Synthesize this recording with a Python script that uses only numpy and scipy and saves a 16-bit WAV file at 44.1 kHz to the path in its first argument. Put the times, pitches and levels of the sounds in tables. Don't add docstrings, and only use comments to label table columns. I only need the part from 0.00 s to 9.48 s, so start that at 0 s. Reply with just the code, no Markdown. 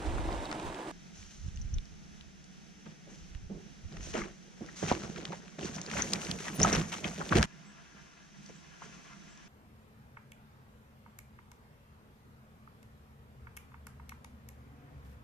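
import sys
import numpy as np
from scipy import signal
from scipy.fft import rfft, irfft
from scipy.io import wavfile

SR = 44100
rng = np.random.default_rng(int(sys.argv[2]) if len(sys.argv) > 2 else 0)


def inscribe(sig):
    pcm = np.round(np.clip(np.atleast_2d(sig).T, -1, 1) * 32767)
    wavfile.write(sys.argv[1], SR, pcm.astype(np.int16))


N = 418068
TIME = np.arange(N) / SR
HZ = np.maximum(np.arange(N // 2 + 1) * SR / N, 1)

ON_BOARD_END_S, PASS_END_S = .915, 7.457

# frequency in Hz, likeness of the
# ports from 0 to 1, lead of the left port in radians, left level over right in dB.
PORTS_NEAR = [(308, 0.98, 0.046, -3.5), (570, 0.53, 0.81, -4.5), (1000, 0.49, 1.67, 2.5),
              (1960, 0.4, 0.084, 3.5), (3900, 0.5, 0.65, 0), (5770, 0.75, 1.3, 1), (9000, 0.57, 2.7, -0.5)]


def from_db(db):
    return 10 ** (np.asarray(db) / 20)


def rms_one(x):
    return x / np.sqrt(np.mean(x ** 2) + 1e-20)


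def in_time(rows):
    s, *columns = np.transpose(rows)
    return [np.interp(TIME, s, c) for c in columns]


def in_hz(rows):
    hz, *columns = np.transpose(rows)
    return [np.interp(np.log(HZ), np.log(hz), c) for c in columns]


def colour(x, spectrum):
    return rms_one(irfft(rfft(x) * from_db(in_hz(spectrum)[0]), N))


def drift(rate_hz):
    return rms_one(irfft(rfft(rng.standard_normal(N)) / (1 + (HZ / rate_hz) ** 2), N))


def low_pass(x, order, hz):
    return signal.sosfilt(signal.butter(order, hz, fs=SR, output="sos"), x)


def resonance(x, hz, width_hz):
    r = np.exp(-np.pi * width_hz / SR)
    feedback = [1, -2 * r * np.cos(2 * np.pi * hz / SR), r * r]
    return signal.lfilter([1 - r * r, 0, r * r - 1], feedback, x) / 2


def burst(s, length, swell_s=0.011):
    fall_power = 1.44
    out, start, fall = np.zeros(N), round(s * SR), max(length, .005)
    u = np.arange(min(N - start, int(10 * fall * SR))) / SR
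    out[start:start + len(u)] = (1 - np.exp(-u / swell_s)) * np.exp(-(u / fall) ** fall_power)
    return out


def grains(per_s, uneven_db, low_hz, high_hz, cycles, clump_db):
    sizes = from_db(uneven_db * np.minimum(rng.exponential(1, (3, N)), 4))
    sizes = sizes * rng.choice([-1, 1], (3, N))
    chance = per_s * from_db(clump_db * drift(25)) / SR
    clicks = sizes * (rng.random((3, N)) < chance)
    dealt = rng.integers(0, 12, N)
    out = np.zeros((3, N))
    for k, hz in enumerate(np.geomspace(low_hz, high_hz, 12)):
        out += resonance(clicks * (dealt == k) + 1e-18, hz, hz / cycles) / hz
    return rms_one(out)


def ports(three, table):
    alike, lead, balance_db = in_hz(table)
    alike, side, sound = np.clip(alike, 0, 1), np.array([[.5], [-.5]]), rfft(three)
    shared = np.sqrt(alike) * np.exp(1j * side * lead) * sound[0]
    own = np.sqrt(1 - alike) * sound[1:]
    return irfft((shared + own) * from_db(side * balance_db), N)


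def scattered(x):
    cloud = rng.standard_normal(N) * np.exp(-TIME / .03)
    return rms_one(irfft(rfft(x) * rfft(cloud), N)) * np.std(x)


def top_octave_dulled(x):
    bright_from_s, kept_share, dull_cut_hz = 5.85, 0.35, 8000
    bright = np.clip((TIME - bright_from_s) / 0.3, 0, 1) * (TIME < PASS_END_S)
    bright = kept_share + (1 - kept_share) * bright
    dull = irfft(rfft(x) / (1 + (HZ / dull_cut_hz) ** 6), N)
    return bright * x + (1 - bright) * dull


def wood():
    # frequency in Hz, relative level in dB.
    hush_colour = [(25, -17), (65, -5.5), (107, -20.5), (144, 0), (202, 2.5), (244, -11), (318, -11.5),
                   (584, -23), (666, -18.5), (1050, -27), (1360, -19.5), (3260, -24), (4600, -28.5),
                   (6000, -20), (7610, -34), (12600, -48), (14000, -69)]
    # frequency in Hz, likeness of the ports from 0 to 1, lead of the left in radians,
    # left level over right in dB.
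    wood_ports = [(312, 0.039, 3, -2.5), (660, 0.057, 8.5, -1.5), (1620, 0.37, 1.5, -1.2),
                  (4800, 0.79, 0, 1), (7700, 0.029, 23.5, 0)]
    level_db = -53.5 + .9 * drift(4)
    hush = colour(rng.standard_normal((3, N)), hush_colour)
    hum_loss = np.clip(0.25 + 0.34 * drift(2.0), 0, 1) * (TIME > PASS_END_S)
    return ports(from_db(level_db) * (hush - hum_loss * resonance(hush, 176, 120)), wood_ports)


def thin_tones():
    # middle in seconds, pitch in Hz, level in dB, length in seconds.
    squeak = [(6.562, 9850, -39, 0.023), (6.557, 14300, -63, .03)]
    # middle in seconds, pitch in Hz, level in dB, length in seconds.
    whine = [(.36, 3740, -58.5, 0.33), (.68, 3800, -63, 0.19), (.8, 1650, -60, 0.2)]
    # start in seconds, peak level in dB.
    chirps = [(7.648, -68), (8.53, -69), (9.278, -69)]
    out = np.zeros(N)
    for s, hz, db, length in [*squeak, *whine]:
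        swell = np.exp(-((TIME - s) / length * 2) ** 2) * from_db(4.9 * drift(17))
        out += from_db(db) * swell * np.sin(2 * np.pi * hz * TIME + 1.3 * drift(40))
    for s, db in chirps:
        u = np.clip((TIME - s) / 0.103, 0, 1)
        pitch_hz = 7800 - 500 * np.exp(-5 * u) + 200 * drift(279)
        phase = 2 * np.pi * np.cumsum(pitch_hz) / SR
        out += from_db(db) * np.sin(np.pi * u ** .5) * np.sin(phase)
    return out


def slaps():
    # start in seconds, level in dB before the left-right balance, pitch in Hz.
    thumps = [(1.461, -18, 101), (1.481, -14.5, 74), (1.556, -26, 59.2), (1.648, -21, 32),
              (1.731, -13, 51.7), (3.353, -16.5, 43)]
    swings = np.zeros(N)
    for s, db, hz in thumps:
        swings += from_db(db) * burst(s, 0.0041) * np.sin(2 * np.pi * hz * (TIME - s))
    return swings * from_db([[-1], [6]])


def gusts():
    # time in seconds, level in dB, around which the gusts wander.
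    wind_level = [(0.0, -45), (0.16, -35.5), (1.18, -65), (1.2, -53), (1.33, -70), (1.45, -41),
                  (1.68, -41.5), (1.77, -24), (1.82, -50), (2.93, -73), (3.48, -43), (3.68, -69),
                  (3.85, -48.5), (3.91, -55), (3.99, -39.5), (4.5, -70)]
    shared, *own = low_pass(rng.standard_normal((3, N)), 3, 80)
    level_db = in_time(wind_level)[0] + 5.0 * drift(8.3) + np.array([[-1.2], [1.2]])
    return rms_one(0.51 * shared + np.array(own)) * from_db(level_db)


def ground_boom(thud_load):
    boom_db, boom_power, lag_s = 14, 1.58, 0.024
    band = signal.butter(2, [45, 120], "band", fs=SR, output="sos")
    ground = signal.sosfilt(band, rng.standard_normal((3, N)))
    r = np.exp(-1 / (lag_s * SR))
    lingering = signal.lfilter([1 - r], [1, -r], thud_load)
    return from_db(boom_db) * lingering ** boom_power * rms_one(ground[0] + 0.28 * ground[1:])


def wind_and_boom(thud_load):
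    near = np.clip((TIME - 4.3) / 0.18, 0, 1)
    return (1 - near) * gusts() + near * (TIME < PASS_END_S) * ground_boom(thud_load)


def ticks(load):
    # start in seconds, level of the band in dB, band centre in Hz.
    dry_ticks = [(.327, -36, 3500), (.455, -37, 4000), (.514, -26, 1500), (.527, -26, 1300),
                 (.598, -34, 2600), (.745, -35, 2400), (1.228, -42, 2200), (1.573, -39, 3220),
                 (1.784, -37, 3280), (2.21, -41, 2950), (2.442, -44, 6900), (3.349, -42, 1950),
                 (3.969, -36, 1800), (4.008, -42, 1820), (4.03, -39, 5750), (4.154, -30, 1500),
                 (4.19, -30, 1500), (4.663, -42, 5600), (4.9, -30, 2300), (4.95, -30, 1700),
                 (5.019, -35, 1680), (5.035, -34, 1400), (5.161, -36, 1730), (5.178, -37, 2500),
                 (5.253, -26, 3000), (5.48, -39, 2000), (5.657, -35, 6300), (5.762, -33, 6100),
                 (5.815, -26, 6100), (5.863, -32, 5000), (5.901, -30, 2100), (5.914, -24, 2150),
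                 (6.121, -29, 6320), (6.157, -30, 2200), (6.217, -32, 2480), (6.249, -32, 5000),
                 (6.268, -31, 2000), (6.388, -32, 2300), (6.405, -33, 1500), (6.444, -33, 2500),
                 (6.482, -28, 1700), (6.6, -22, 6100), (6.647, -22, 6000), (6.922, -29, 2050),
                 (6.942, -29, 2500), (7.292, -31, 2600), (7.353, -23, 1400), (7.384, -18, 1800),
                 (7.412, -26, 1600), (8.462, -44, 5700), (9.133, -43, 1950), (9.375, -44, 5820),
                 (1.487, -44, 3200), (1.855, -43, 5800), (6.134, -14, 4800), (6.313, -19, 3300),
                 (7.428, -12, 1500)]
    decay_s, width_hz, edge_db, top_hz = .002, 1100, -7, 8500
    grit_per_s, grit_db = 140, -13
    out, t = np.zeros((3, N + 600)), np.arange(600) / SR
    noise = rng.standard_normal((len(dry_ticks), 3, len(t))) * np.exp(-t / decay_s)
    for puff, (s, db, hz) in zip(noise, dry_ticks):
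        band = resonance(puff, hz, width_hz)
        edge = resonance(puff * np.exp(-t / decay_s), 4700, 6860)
        tick = band / np.abs(band[0]).max() + from_db(edge_db) * edge / np.abs(edge[0]).max()
        out[:, round(s * SR):][:, :len(t)] += from_db(db) * tick
    born = (rng.random(N) < grit_per_s / SR) * from_db(3 * np.minimum(rng.exponential(1, N), 2.5))
    grit = signal.lfilter([1], [1, -.96], born) * rng.standard_normal((3, N))
    out = out[:, :N] + from_db(grit_db) * load * rms_one(resonance(grit, 1700, 2700))
    return low_pass(out, 3, top_hz)


def knock(hz, detune, phases, noise):
    t = np.arange(noise.shape[-1]) / SR
    spread, crack_db = (.36, -34) if hz < 5000 else (.1, -8)
    pitches = hz * np.exp(spread * (detune - detune.mean()))
    starts = phases * [[[0]], [[1]], [[1]]]
    ring = np.sin(2 * np.pi * (pitches * t + starts)).sum(axis=1)
    ring = ring * from_db(-60 * t / (0.029 + 12 / hz)) * np.minimum(t / 0.0011, 1)
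    fade = np.exp(-t / 0.0044) + from_db(-22) * np.exp(-t / .01)
    crack = resonance(resonance(noise * fade, 1800, 2900), 5800, 4440)
    return ring / np.abs(ring[0]).max() + from_db(crack_db) * crack


def knocks(stones_load):
    # start in seconds, level of the ring in dB, ring pitch in Hz.
    blows = [(0.182, -30, 1580), (0.288, -24, 900), (1.559, -41, 6000), (1.615, -40, 5970),
             (1.74, -35, 6170), (4.072, -40.5, 447), (4.151, -23, 510), (4.217, -28, 1650),
             (4.688, -39, 1610), (4.828, -24.5, 533), (4.915, -8.5, 734), (5.305, -30, 502),
             (5.33, -26, 756), (5.588, -31.5, 515), (5.63, -29.5, 2300), (6.02, -15.5, 6100),
             (6.068, -34, 1780), (6.454, -34, 2100), (6.616, -19, 5600), (6.63, -9, 6230),
             (6.647, -13, 1000), (6.664, -20.5, 840), (6.728, -18.5, 5900), (6.749, -23.5, 5600),
             (7.043, -24.5, 2700), (7.053, -31, 2990), (7.213, -21.5, 1175), (7.324, -11, 1320),
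             (8.82, -35, 1224)]
    # start in seconds, pitch in Hz, level of the driving noise in dB.
    deck = [(3.535, 384, -26.5), (4.135, 353, -9), (4.923, 337, -10.5)]
    out = np.zeros((3, N + 2000))
    detune = rng.uniform(-0.76, 1, (len(blows), 9, 1))
    phases = rng.random((len(blows), 3, 9, 1))
    noise = rng.standard_normal((len(blows), 3, 2000))
    for k, (s, db, hz) in enumerate(blows):
        out[:, round(s * SR):][:, :2000] += from_db(db) * knock(hz, detune[k], phases[k], noise[k])
    for s, hz, db in deck:
        drive = burst(s, 0.087) * rng.standard_normal((3, N))
        out[:, :N] += from_db(db) * resonance(drive + 1e-18, hz, 29)
    all_ticks = ticks(stones_load * (TIME < PASS_END_S))
    return ports(top_octave_dulled(out[:, :N] + all_ticks), PORTS_NEAR)


def loads():
    # time in seconds, level in dB before the mix below.
    trail = [(3.7, -68), (4.19, -55.5), (4.31, -74), (4.55, -66), (4.96, -52.5), (5.52, -63), (5.99, -47.5),
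             (7.28, -54), (7.46, -61)]
    trail_mix_db = [6, 3, 0.5, -0.5]
    # start in seconds, thud level in dB, stones level in dB, length in seconds.
    crunches = [(2.85, -46.5, -46, 0.06), (3.065, -48.5, -52.5, 0.077), (3.492, -38.5, -65, 0.071),
                (3.65, -44.5, -70, 0.029), (3.909, -41.5, -47, 0.038), (4.129, -34.5, -32.5, 0.087),
                (4.607, -35, -61, 0.029), (4.817, -31, -35, 0.063), (4.873, -53, -27, 0.046),
                (4.914, -10, -42, 0.0053), (5.034, -28.5, -35, 0.014), (5.092, -30.5, -37, 0.011),
                (5.155, -46, -44.5, 0.14), (5.316, -49, -37, 0.033), (5.582, -38.5, -37.5, 0.1),
                (5.686, -32, -53, 0.015), (5.762, -35, -41, 0.027), (5.917, -37, -44, 0.065),
                (5.965, -32, -23, 0.029), (6.125, -36.5, -31, 0.024), (6.286, -33, -38.5, 0.026),
                (6.445, -57, -32, 0.03), (6.583, -27.5, -26.5, 0.066), (6.643, -34, -25.5, 0.081),
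                (6.72, -28.5, -23.5, 0.044), (6.774, -30, -38.5, 0.035), (6.916, -45.5, -30, 0.042),
                (7.034, -36.5, -33, 0.06), (7.171, -50.5, -45.5, 0.45), (7.192, -33, -47, 0.018),
                (7.309, -21.5, -31, 0.042), (7.348, -22.5, -22.5, 0.052), (7.417, -60, -33, 0.048),
                (7.943, -48, -51, 0.018), (8.49, -40.5, -52, 0.017), (8.811, -55, -51, 0.14)]
    # start in seconds, level in dB, length in seconds.
    rustles = [(1.132, -54, 0.4), (2.14, -68, 0.067), (3.093, -58.5, 0.19), (4.002, -48.5, 0.17),
               (4.757, -44.5, 0.15), (5.614, -43.5, 0.062), (5.726, -47, 0.05), (5.904, -44.5, 0.1),
               (6.197, -50, 0.058), (6.61, -52, 0.15), (8.412, -58, 0.2), (8.777, -61.5, 0.49)]
    # time in seconds, level in dB.
    far_roll = [(7.46, -50.5), (8.6, -56.5), (8.85, -50), (9.48, -52.5)]
    sticks_offset_db, thud_share, leaves_offset_db = -5, 0.88, -15.5
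    far = TIME >= PASS_END_S
    fade_in = np.clip((TIME - trail[0][0]) / 0.29, 0, 1)
    load = from_db(in_time(trail)[0] + np.c_[trail_mix_db]) * fade_in * ~far
    for s, thud_db, stones_db, length in crunches:
        sticks_db = sticks_offset_db + thud_share * thud_db + (1 - thud_share) * stones_db
        leaves_db = stones_db + leaves_offset_db
        heard = far == (s >= PASS_END_S)
        load += from_db(np.c_[[stones_db, thud_db, sticks_db, leaves_db]]) * (burst(s, length) * heard)
    load[0] += from_db(in_time(far_roll)[0]) * far
    for s, db, length in rustles:
        load[3] += from_db(db) * burst(s, length, swell_s=0.019)
    return load


def rolling(load):
    # frequency in Hz, relative level in dB.
    stones_colour = [(500, -13), (900, -4.5), (1500, -0.5), (2400, -1), (3500, -6.5), (5000, -40),
                     (8000, -34)]
    # frequency in Hz, relative level in dB.
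    leaves_colour = [(1500, -8), (3500, -25), (5000, -22), (6200, -11), (7200, -16.5), (9000, -21.5),
                     (12000, -26), (15500, -30)]
    stones = from_db(-8.5) * colour(grains(650, 4.0, 700, 4200, 5.5, 6), stones_colour)
    stones = np.where(TIME < PASS_END_S, stones, scattered(stones))
    thud = low_pass(grains(250, 2.14, 156.0, 218.3, 8.2, 1.7), 2, 400)
    sticks = low_pass(grains(300, 3.64, 307.0, 791, 7.3, 3.2), 2, 1000)
    leaves = colour(grains(8000, 1.24, 3020, 11000, 4.0, 3), leaves_colour)
    ground = load[0] * stones + load[1] * thud + load[2] * sticks
    return ports(ground + top_octave_dulled(load[3] * leaves), PORTS_NEAR)


def on_board():
    # time in seconds, rattle level in dB.
    ride = [(0.0, -38.5), (0.91, -40.5)]
    # frequency in Hz, relative level in dB.
    ride_colour = [(71, -58), (120, -10.5), (248, -17.5), (323, -6), (428, -12), (981, -6.5), (1150, -12),
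                   (3800, -13.5), (4370, -16.5), (8690, -11.5), (15000, -37)]
    # frame pitch in Hz, width in Hz, relative level in dB.
    frame_modes = [(315.6, 10, 8), (944, 130, -10.5)]
    # frequency in Hz, likeness of the ports from 0 to 1, lead of the left in radians,
    # left level over right in dB.
    ride_ports = [(100, 0.99, 0.13, -1), (302, 1, 0.11, 0.5), (670, 0.95, -0.52, -2.5),
                  (1060, 0.58, -1.7, -6), (4040, 0.74, 0.48, -1.5), (7100, 0, -1.2, -1.5)]
    contacts = colour(grains(5000, 1.5, 187, 11500, 2.27, 2.4), ride_colour)
    jolts = grains(2000, 3.6, 380, 5000, 0.86, 3.6)
    jolts = rms_one(np.diff(jolts, prepend=0))
    frame = np.zeros((3, N))
    for hz, width, db in frame_modes:
        frame += from_db(db + 18.5) * resonance(jolts * from_db(4 * drift(12)), hz, width)
    return ports(from_db(in_time(ride)[0]) * rms_one(contacts + frame), ride_ports)


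def scene():
    aboard = np.clip((ON_BOARD_END_S - TIME) / 0.00065, 0, 1)
    load = loads()
    outside = rolling(load) + wood()
    places = aboard * on_board() + (1 - aboard) * outside
    return places + wind_and_boom(load[1]) + slaps() + knocks(load[0]) + thin_tones()


def record(dry):
    dry = signal.sosfilt(signal.butter(2, 18, "high", fs=SR, output="sos"), dry)
    return signal.sosfilt(signal.ellip(10, .5, 70, 15650, fs=SR, output="sos"), dry)


dry = scene()
out = record(dry)
inscribe(out)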